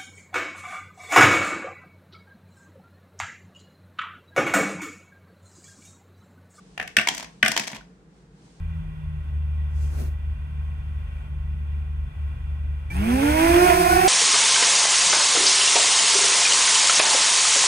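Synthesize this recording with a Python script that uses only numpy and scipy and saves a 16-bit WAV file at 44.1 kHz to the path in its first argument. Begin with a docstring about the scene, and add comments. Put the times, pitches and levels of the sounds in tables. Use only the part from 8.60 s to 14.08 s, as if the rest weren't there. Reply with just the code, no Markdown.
"""Four two-blade rotors speed up in pairs on a hillside: shaft and blade tones are sines that follow each
rotor's speed, motor whine passes through the frame's resonances, and blade hiss is noise the blades chop.
They enter at a cut, already turning. Ahead of it a low machine hum of wavering sines is heard and a sleeve
rustles once (grainy noise); after it another low hum, on 35 Hz multiples, throbs under the rotors.
Wind rumble and a small cooling fan (coloured noise, thin tones) run throughout; two microphone ports
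a hand apart hear most of it with a small lag."""
import sys
import numpy as np
from scipy import signal
from scipy.fft import rfft, irfft
from scipy.io import wavfile
from scipy.ndimage import uniform_filter1d

SR = 44100
rng = np.random.default_rng(int(sys.argv[2]) if len(sys.argv) > 2 else 0)


def generate_wav(signal):
    """Clip the signal to [-1, 1] and save it as 16-bit WAV at the path in sys.argv[1]."""
    frames = np.transpose(np.atleast_2d(signal))
    scaled = np.clip(frames, -1, 1) * 32767
    pcm = np.round(scaled).astype(np.int16)
    wavfile.write(sys.argv[1], SR, pcm)


N = 241646
T = np.arange(N) / SR
F = np.maximum(np.fft.rfftfreq(N, 1 / SR), 1)  # at least 1 Hz, so that its logarithm exists

CUT_S = 4.3  # a cut: the rotors are heard from here, already turning
FULL_HZ = 362.4  # blade rate at which the rotor levels are stated
LAG_S = 20.5 / SR  # between the ports

# Rotor balance at the ports: (frequency [Hz], left minus right [dB])
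ROTOR_PAN = [(110, 4), (200, -2), (380, -3.5), (700, -12), (1000, -10), (1280, -2), (4400, -0.1), (7600, 1),
             (8300, 4.5), (10500, 0.1)]
# Likeness of fan and sleeve noise at the ports: (frequency [Hz], share common to both ports [0-1])
FAN_ALIKE = [(300, 0.6), (1000, 0.21), (3000, 0.41), (5000, 0.07), (9000, 0.74), (12000, 1)]


def rotors():
    """Each rotor sounds at multiples of its blade rate, and all four chop one bed of air noise."""
    # Motion and tones: (pulls ahead at [s], by [Hz], settles at [s], idle blade rate [Hz],
    # blade tone [dB], overtones [dB], tone change at idle [dB], overtone change at idle [dB],
    # fainter before pulling ahead [dB])
    motions = [(4.89, 0, 5.06, 350, -18.5, -24.5, -8, -3, 0), (4.9, 0, 5.12, 327, -32, -26, 3, -4, -0.5),
               (4.84, 32, 5.06, 337, -27.5, -29, -9, -5, 20),
               (5.01, 20, 5.09, 365, -31.5, -32.5, 4.5, 6, 10)]
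    # Place on the frame: (shaft tone at full speed [dB], whine offset [dB],
    # left minus right [dB], left leads [rad])
    seats = [(-38, -3.5, 0.2, 0.14), (-43, -3, 1, -0.7), (-42, -24.5, -1, -0.28), (-49, -7.5, 2.7, 0.21)]
    # run-up of a pair: (blade rate at the cut [Hz], rate aimed at [Hz], time constant [s],
    # overtone growth [dB per tenfold speed])
    fast_pair, slow_pair = (165, 410, .45, 66), (124, 424, .7, 40)
    pairs = (fast_pair, slow_pair, slow_pair, fast_pair)
    pull_s = 0.0799  # time taken to pull ahead
    swell_s, swell_db = 0.062, 7  # the blade tones swell just after the cut
    tone_growth_db, waver_db = 30, 2.5  # growth per tenfold speed

    tones, chop, gate = 0, 0, ramp(CUT_S, 0.0053)
    for pair, motion, seat in zip(pairs, motions, seats):
        *run_up, over_growth_db = pair
        ahead_at_s, ahead_hz, idle_s, idle_hz, *levels = motion
        tone_db, over_db, tone_idle_db, over_idle_db, hidden_db = levels
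        shaft_db, whine_db, seat_pan_db, seat_lead = seat

        ahead = ramp(ahead_at_s, pull_s)
        hz, idle = blade_rate(*run_up, ahead_hz * ahead, idle_s, idle_hz)
        speed = np.log10(hz / FULL_HZ)
        hidden = hidden_db * (1 - ahead) + swell_db * (1 - ramp(CUT_S, swell_s))
        tone_db = tone_db + tone_growth_db * speed + tone_idle_db * idle - hidden + waver_db * walk(16)
        over_db = over_db + over_growth_db * speed + over_idle_db * idle - hidden + waver_db * walk(16)

        hz = hz * (1 + 0.00299 * walk(40))
        tones = tones + shaft(hz, shaft_db) + blades(hz, tone_db, over_db, seat_pan_db, seat_lead)
        tones = tones + whine(hz, whine_db, gate)
        chop = chop + np.sin(2 * np.pi * (np.cumsum(hz) / SR + rng.random()))
    # the hiss grows with the speed of the last, fastest rotor
    return gate * (tones + blade_hiss(speed, idle, chop))


def blade_rate(cut_hz, aim_hz, tau_s, ahead_hz, idle_s, idle_hz):
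    """A rotor runs up with its pair, may pull ahead, then settles to an idle rate that creeps upward."""
    ease_s = .04  # the run-up eases in over this time
    settle_s, creep_s, creep_hz_per_s = .045, 5.22, 68
    run = np.clip(T, CUT_S, idle_s) - CUT_S
    run = run - ease_s * (1 - np.exp(-run / ease_s))
    running_hz = aim_hz - (aim_hz - cut_hz) * np.exp(-run / tau_s) + ahead_hz
    idle = 1 - np.exp(-np.maximum(T - idle_s, 0) / settle_s)
    creeping_hz = idle_hz + creep_hz_per_s * np.maximum(T - creep_s, 0)
    return running_hz + idle * (creeping_hz - running_hz), idle


def shaft(hz, shaft_db):
    """Unbalance shakes the frame once a turn (half the blade rate), growing steeply with speed."""
    shake_db = shaft_db + 60 * np.log10(hz / FULL_HZ)
    once = tone(hz / 2, shake_db + 2.6 * walk(15), .4, -0.18)
    return once + tone(3 * hz / 2, shake_db - 14.0 + 4.6 * walk(13), -5.5, -2.6)


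def blades(hz, tone_db, over_db, seat_pan_db, seat_lead):
    """Passing blades give a tone and overtones; the overtones take on the body's resonances."""
    # Blade harmonics: (multiple of the blade rate [1], over the tone or overtone level [dB])
    harmonics = [(1, -0.5), (2, -4), (3, -10), (4, -13), (5, -15.5), (6, -16), (7, -16), (8, -25)]
    # Body resonances on the overtones: (centre [Hz], width [Hz], lift [dB])
    body = [(762, 223, 6.5), (1050, 180, 3), (1240, 130, -9), (1470, 260, 7)]
    # Phase of the rotors at the ports: (frequency [Hz], left leads [rad])
    port_lead = [(100, 0.4), (400, 0.13), (600, -2.5), (1000, -3), (1720, -5), (3000, -6)]
    out = 0
    for m, db in harmonics:
        # gusts through the disc shake the higher orders more
        db = (tone_db if m == 1 else over_db) + db + 1.39 * m ** 0.65 * walk(45)
        pan_db = over_hz(ROTOR_PAN, m * hz) + seat_pan_db
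        lead = over_hz(port_lead, m * hz) + seat_lead
        heard = tone(m * hz + 2.5 * (m - 1) * walk(70), db, pan_db, lead)
        out = out + heard * (lift(m * hz, body) if m > 1 else 1)
    return out


def whine(hz, whine_db, gate):
    """Motor tones sweep through the frame's resonances and fade as the motors stop pulling up."""
    # Motor tones: (multiple of the blade rate [1], level off resonance before offset and fade [dB])
    motor_tones = [(14, -50), (48.5, -66.5)]
    # Frame resonances: (centre [Hz], width [Hz], lift [dB])
    frame = [(2400, 330, 14), (2750, 150, 7), (8900, 330, 29)]
    fade_db = -26  # per second
    out = 0
    for m, db in motor_tones:
        db = db + whine_db + fade_db * (T - CUT_S) * gate + 2.0 * walk(50)
        shaken_hz = m * hz * (1 + 0.0046 * walk(90))
        heard = tone(shaken_hz, db, over_hz(ROTOR_PAN, m * hz), -2 * np.pi * m * hz * LAG_S)
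        out = out + lift(m * hz, frame) * heard
    return out


def blade_hiss(speed, idle, chop):
    """Air noise, bright tips over a lower wash, swelling as the blades pass and growing with speed."""
    # Colour of the wash: (frequency [Hz], relative level per Hz [dB])
    wash_colour = [(60, 4.5), (250, -7), (500, -14), (800, -2.5), (1230, 0), (1600, -1.7), (2500, -1.5),
                   (2900, -6.5), (3600, -13), (5500, -80)]
    # Body resonances lent to the wash: (centre [Hz], width [Hz], lift [dB])
    shell = [(1240, 110, -6), (1550, 200, 4), (2450, 250, 3.5), (3310, 180, 6)]
    # Colour of the tips: (frequency [Hz], relative level per Hz [dB])
    tip_colour = [(2000, -22), (3400, -3.5), (4300, -2.5), (5400, -0.5), (7400, -5.5), (8200, 2.1),
                  (10000, -1), (13000, -5), (15700, -6)]
    # Likeness of the hiss at the ports: (frequency [Hz], share common to both ports [0-1])
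    hiss_alike = [(300, 0.95), (2500, 0.73), (3700, 0.24), (8000, 0.72), (10300, 0.57), (11200, 1),
                  (15000, 0.64)]
    # growth per tenfold speed; the last is the wash's change at idle
    tips_db, tips_growth_db, wash_db, wash_growth_db, wash_idle_db = -28.5, 64, -25.5, 51.5, -4

    alike, pan_db = over_hz(hiss_alike), over_hz(ROTOR_PAN)
    tips = unit(air(undb(over_hz(tip_colour)), alike, pan_db))
    tips = tips * undb(tips_db + tips_growth_db * speed + 0.77 * chop + 0.57 * walk(30))
    wash = unit(air(undb(over_hz(wash_colour)) * lift(F, shell), alike, pan_db))
    wash_db = wash_db + wash_growth_db * speed + wash_idle_db * idle
    return tips + wash * undb(wash_db + 1.6 * chop + 1.44 * walk(30))


def hum():
    """Low lines that waver in level and a little in pitch; the left port hears them slightly late."""
    # Pitch: (time [s], upper line [Hz], lower line [Hz])
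    pitch = [(0, 81.5, 44), (.5, 77.26, 47), (.72, 73.92, 48.5), (4.29, 72.92, 49), (4.31, 70.45, 35),
             (5.48, 70.3, 35)]
    # Levels until the cut, before the dips:
    # (time [s], upper line [dB], its octave [dB], lower line [dB])
    line_levels = [(0, -33.5, -39, -34.5), (.55, -30.5, -35.5, -35.5), (.7, -28.5, -42.5, -40.5),
                   (.9, -23, -42.5, -39), (1.4, -25.5, -41, -36), (1.7, -27.5, -46, -33.5),
                   (2.1, -28, -41.5, -36.5), (2.5, -32, -46, -35.5), (2.8, -28, -41, -34.5),
                   (3.4, -26.5, -44.5, -37), (4.3, -27.5, -45.5, -37)]
    # Brief dips: (centre [s], length [s], upper depth [dB], octave depth [dB], lower depth [dB])
    brief_dips = [(.15, 0.077, 0.5, -1, 24), (0.238, 0.075, 11, 0, 0), (0.392, 0.098, 15, 0, 14),
                  (0.652, 0.068, 1, 8, 12), (1.61, .1, 2.5, 8, 4), (1.775, 0.073, 17, 0, 0),
                  (1.895, .1, 7.5, 0.5, 17), (2.688, 0.073, 3.5, 0, 24), (3.05, 0.093, -1, 0.5, 16),
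                  (3.529, .09, 17, 12, 7), (3.787, 0.071, 8.5, 0, 0), (4.14, .07, 0, 0, 8.5)]
    # after the cut the upper line throbs, ever slower and fainter,
    # over a lower line and its third multiple; fades and rises are per second
    throb_peak_s, throb_per_s, throb_slowing, throb_depth_db = 4.39, 6.31, 1.05, 14.5
    throb_db, throb_fade_db = -21, -7.5
    low_db, low_rise_db, third_db, third_rise_db = -41, 3, -37, -7

    (upper, lower), _ = over_time(pitch)
    levels, early = over_time(line_levels)
    for s, length, *depth in brief_dips:
        levels = levels - np.exp(-(2 * (T - s) / length) ** 2) * np.array(depth)[:, None]
    lines = [(hz, db, early) for hz, db in zip((upper, 2 * upper, lower), levels)]

    late, since, u = ramp(CUT_S, .006), T - CUT_S, T - throb_peak_s
    throb = np.sin(np.pi * (throb_per_s * u - throb_slowing * u ** 2)) ** 2
    lines += [(upper, throb_db + throb_fade_db * since - throb_depth_db * throb, late),
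              (lower, low_db + low_rise_db * since, late),
              (3 * lower, third_db + third_rise_db * since, late)]
    out = 0
    for hz, db, gate in lines:
        out = out + gate * tone(hz * (1 + 0.0057 * walk(15)), db + 1.3 * walk(14), .7, -.004 * hz)
    return out


def sleeve():
    """Nylon swish, thin at first and then broad, with a dull rub under it; all grainy noise."""
    # Strokes: (start [s], attack [s], hold [s], release [s],
    # thin swish [dB], broad swish [dB], low rub [dB])
    strokes = [(1.05, .14, 0.13, 0.19, -58, -66, -55), (1.243, 0.12, 0.082, .095, -67.5, -48.5, -44)]
    # Colours of thin swish, broad swish and rub: (frequency [Hz], relative level per Hz [dB])
    thin = [(2500, -24), (4500, -5.5), (5800, -1.5), (8000, -0.5), (11000, -13), (15500, -20)]
    broad = [(700, 5.5), (1500, 4), (3000, -8), (6000, -9), (10000, -9), (15500, -24)]
    rub = [(120, -14), (230, 3.2), (450, -1.5), (700, -10), (1200, -25)]
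    stroke_range_db, rub_lag_s = 27, 0.028

    levels = 0
    for s, attack, hold, release, *db in strokes:
        shape = ramp(s, attack) - ramp(s + attack + hold, release)
        stroke_db = np.array(db)[:, None] - stroke_range_db * (1 - shape)
        levels = levels + (shape > 0) * undb(stroke_db)
    levels[-1] = np.interp(T - rub_lag_s, T, levels[-1])  # the dull rub trails the swish

    alike, out = over_hz(FAN_ALIKE), 0
    for colour, gain, grain_db in zip((thin, broad, rub), levels, (1.6, 1.8, 3.2)):
        out = out + unit(air(undb(over_hz(colour)), alike)) * gain * undb(grain_db * walk(49.76))
    return out


def fan():
    """Air noise coloured by the case, with thin steady tones."""
    # Air noise before the case: (frequency [Hz], level per Hz [dB])
    air_colour = [(200, -99), (600, -88), (1100, -85.5), (1750, -100.5), (2200, -98), (3000, -99),
                  (4000, -108), (7500, -112), (8200, -107), (11000, -114), (15500, -118)]
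    # Case resonances: (centre [Hz], width [Hz], lift [dB])
    case = [(1512, 320, 11), (1937, 152, 14), (2420, 207, 13), (2748, 110, 10.5), (3143, 160, 8.5),
            (3462, 183, 12.5), (1186, 150, -5.5)]
    # Thin tones: (frequency [Hz], level [dB])
    thin_tones = [(1087.3, -69), (1359.4, -75), (2718, -74)]
    out = air(undb(over_hz(air_colour)) * lift(F, case), over_hz(FAN_ALIKE), -1.3) * undb(0.7 * walk(9))
    for hz, db in thin_tones:
        out = out + tone(hz * (1 + 0.00037 * walk(3.3)), db + 0.64 * walk(5), 2.5, -0.3)
    return out


def wind():
    """Gusty rumble on the ports: low noise, slowly and quickly uneven in level."""
    # Rumble: (frequency [Hz], level per Hz [dB])
    rumble = [(20, -72), (60, -53.5), (110, -62), (180, -71), (260, -81.5), (450, -90.5), (900, -100)]
    return air(undb(over_hz(rumble)) * (F < 1500), 1.0) * undb(0.4 * walk(3.52) + 0.63 * walk(14))


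def tone(hz, db, pan_db=0., lead=0.):
    """A sine of moving pitch and rms level at both ports; lead is in radians, left ahead."""
    phase = 2 * np.pi * (np.cumsum(hz) / SR + rng.random())
    left = undb(pan_db / 2) * np.sin(phase + lead / 2)
    right = undb(-pan_db / 2) * np.sin(phase - lead / 2)
    return np.sqrt(2) * undb(db) * np.array([left, right])


def air(gain, alike, pan_db=0.):
    """Noise of a given colour at both ports: a common part with the port lag, the rest unrelated."""
    # left lags below the split, right above it
    split_hz, treble_lag_s, treble_turn = 8300, 19 / SR, 4.06  # turn in radians
    common, left, right = rfft(rng.standard_normal((3, N))) * gain * np.sqrt(SR / 2)
    treble = 2 * np.pi * F * treble_lag_s + treble_turn
    turn = np.where(F < split_hz, -2 * np.pi * F * LAG_S, treble)
    share = np.clip(alike, 0, 1)
    ports = np.sqrt(share) * common * np.exp([.5j * turn, -.5j * turn])
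    ports = ports + np.sqrt(1 - share) * np.array([left, right])
    return irfft(ports * undb(np.array([[.5], [-.5]]) * pan_db), N)


def lift(hz, modes):
    """Gain of a set of resonances at frequency hz."""
    return undb(sum(db / (1 + (2 * (hz - centre) / width) ** 2) for centre, width, db in modes))


def walk(rate):
    """Random levels held 1 / rate s and slewed twice; spread near 1."""
    k = int(SR / rate)
    held = np.repeat(rng.standard_normal(N // k + 1), k)
    return 1.3 * uniform_filter1d(uniform_filter1d(held, k), k)[:N]


def ramp(start_s, length_s):
    """0 before the start, 1 after the given length."""
    return np.clip((T - start_s) / length_s, 0, 1)


def over_time(table):
    """Columns of a table at every sample, and a gate that is open while it lasts."""
    s, *columns = np.transpose(table)
    gate = np.clip((T - s[0]) / .006, 0, 1) * np.clip((s[-1] + .006 - T) / .006, 0, 1)
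    return [np.interp(T, s, c) for c in columns], gate


def over_hz(table, at_hz=F):
    """A (frequency, value) table read at other frequencies, straight on a logarithmic scale."""
    hz, value = np.transpose(table)
    return np.interp(np.log(at_hz), np.log(hz), value)


def undb(db):
    """Gain of a level in dB."""
    return 10 ** (np.asarray(db) / 20)


def unit(x):
    """Scaled to rms 1."""
    return x / np.sqrt(np.mean(x ** 2))


def scene():
    """All sources at the two ports."""
    return rotors() + hum() + sleeve() + fan() + wind()


def record(dry):
    """A steep low-pass; nothing is heard above 15.6 kHz."""
    top_hz = 15600
    return signal.sosfilt(signal.ellip(10, .2, 70, top_hz, fs=SR, output="sos"), dry)


dry = scene()
out = record(dry)
generate_wav(out)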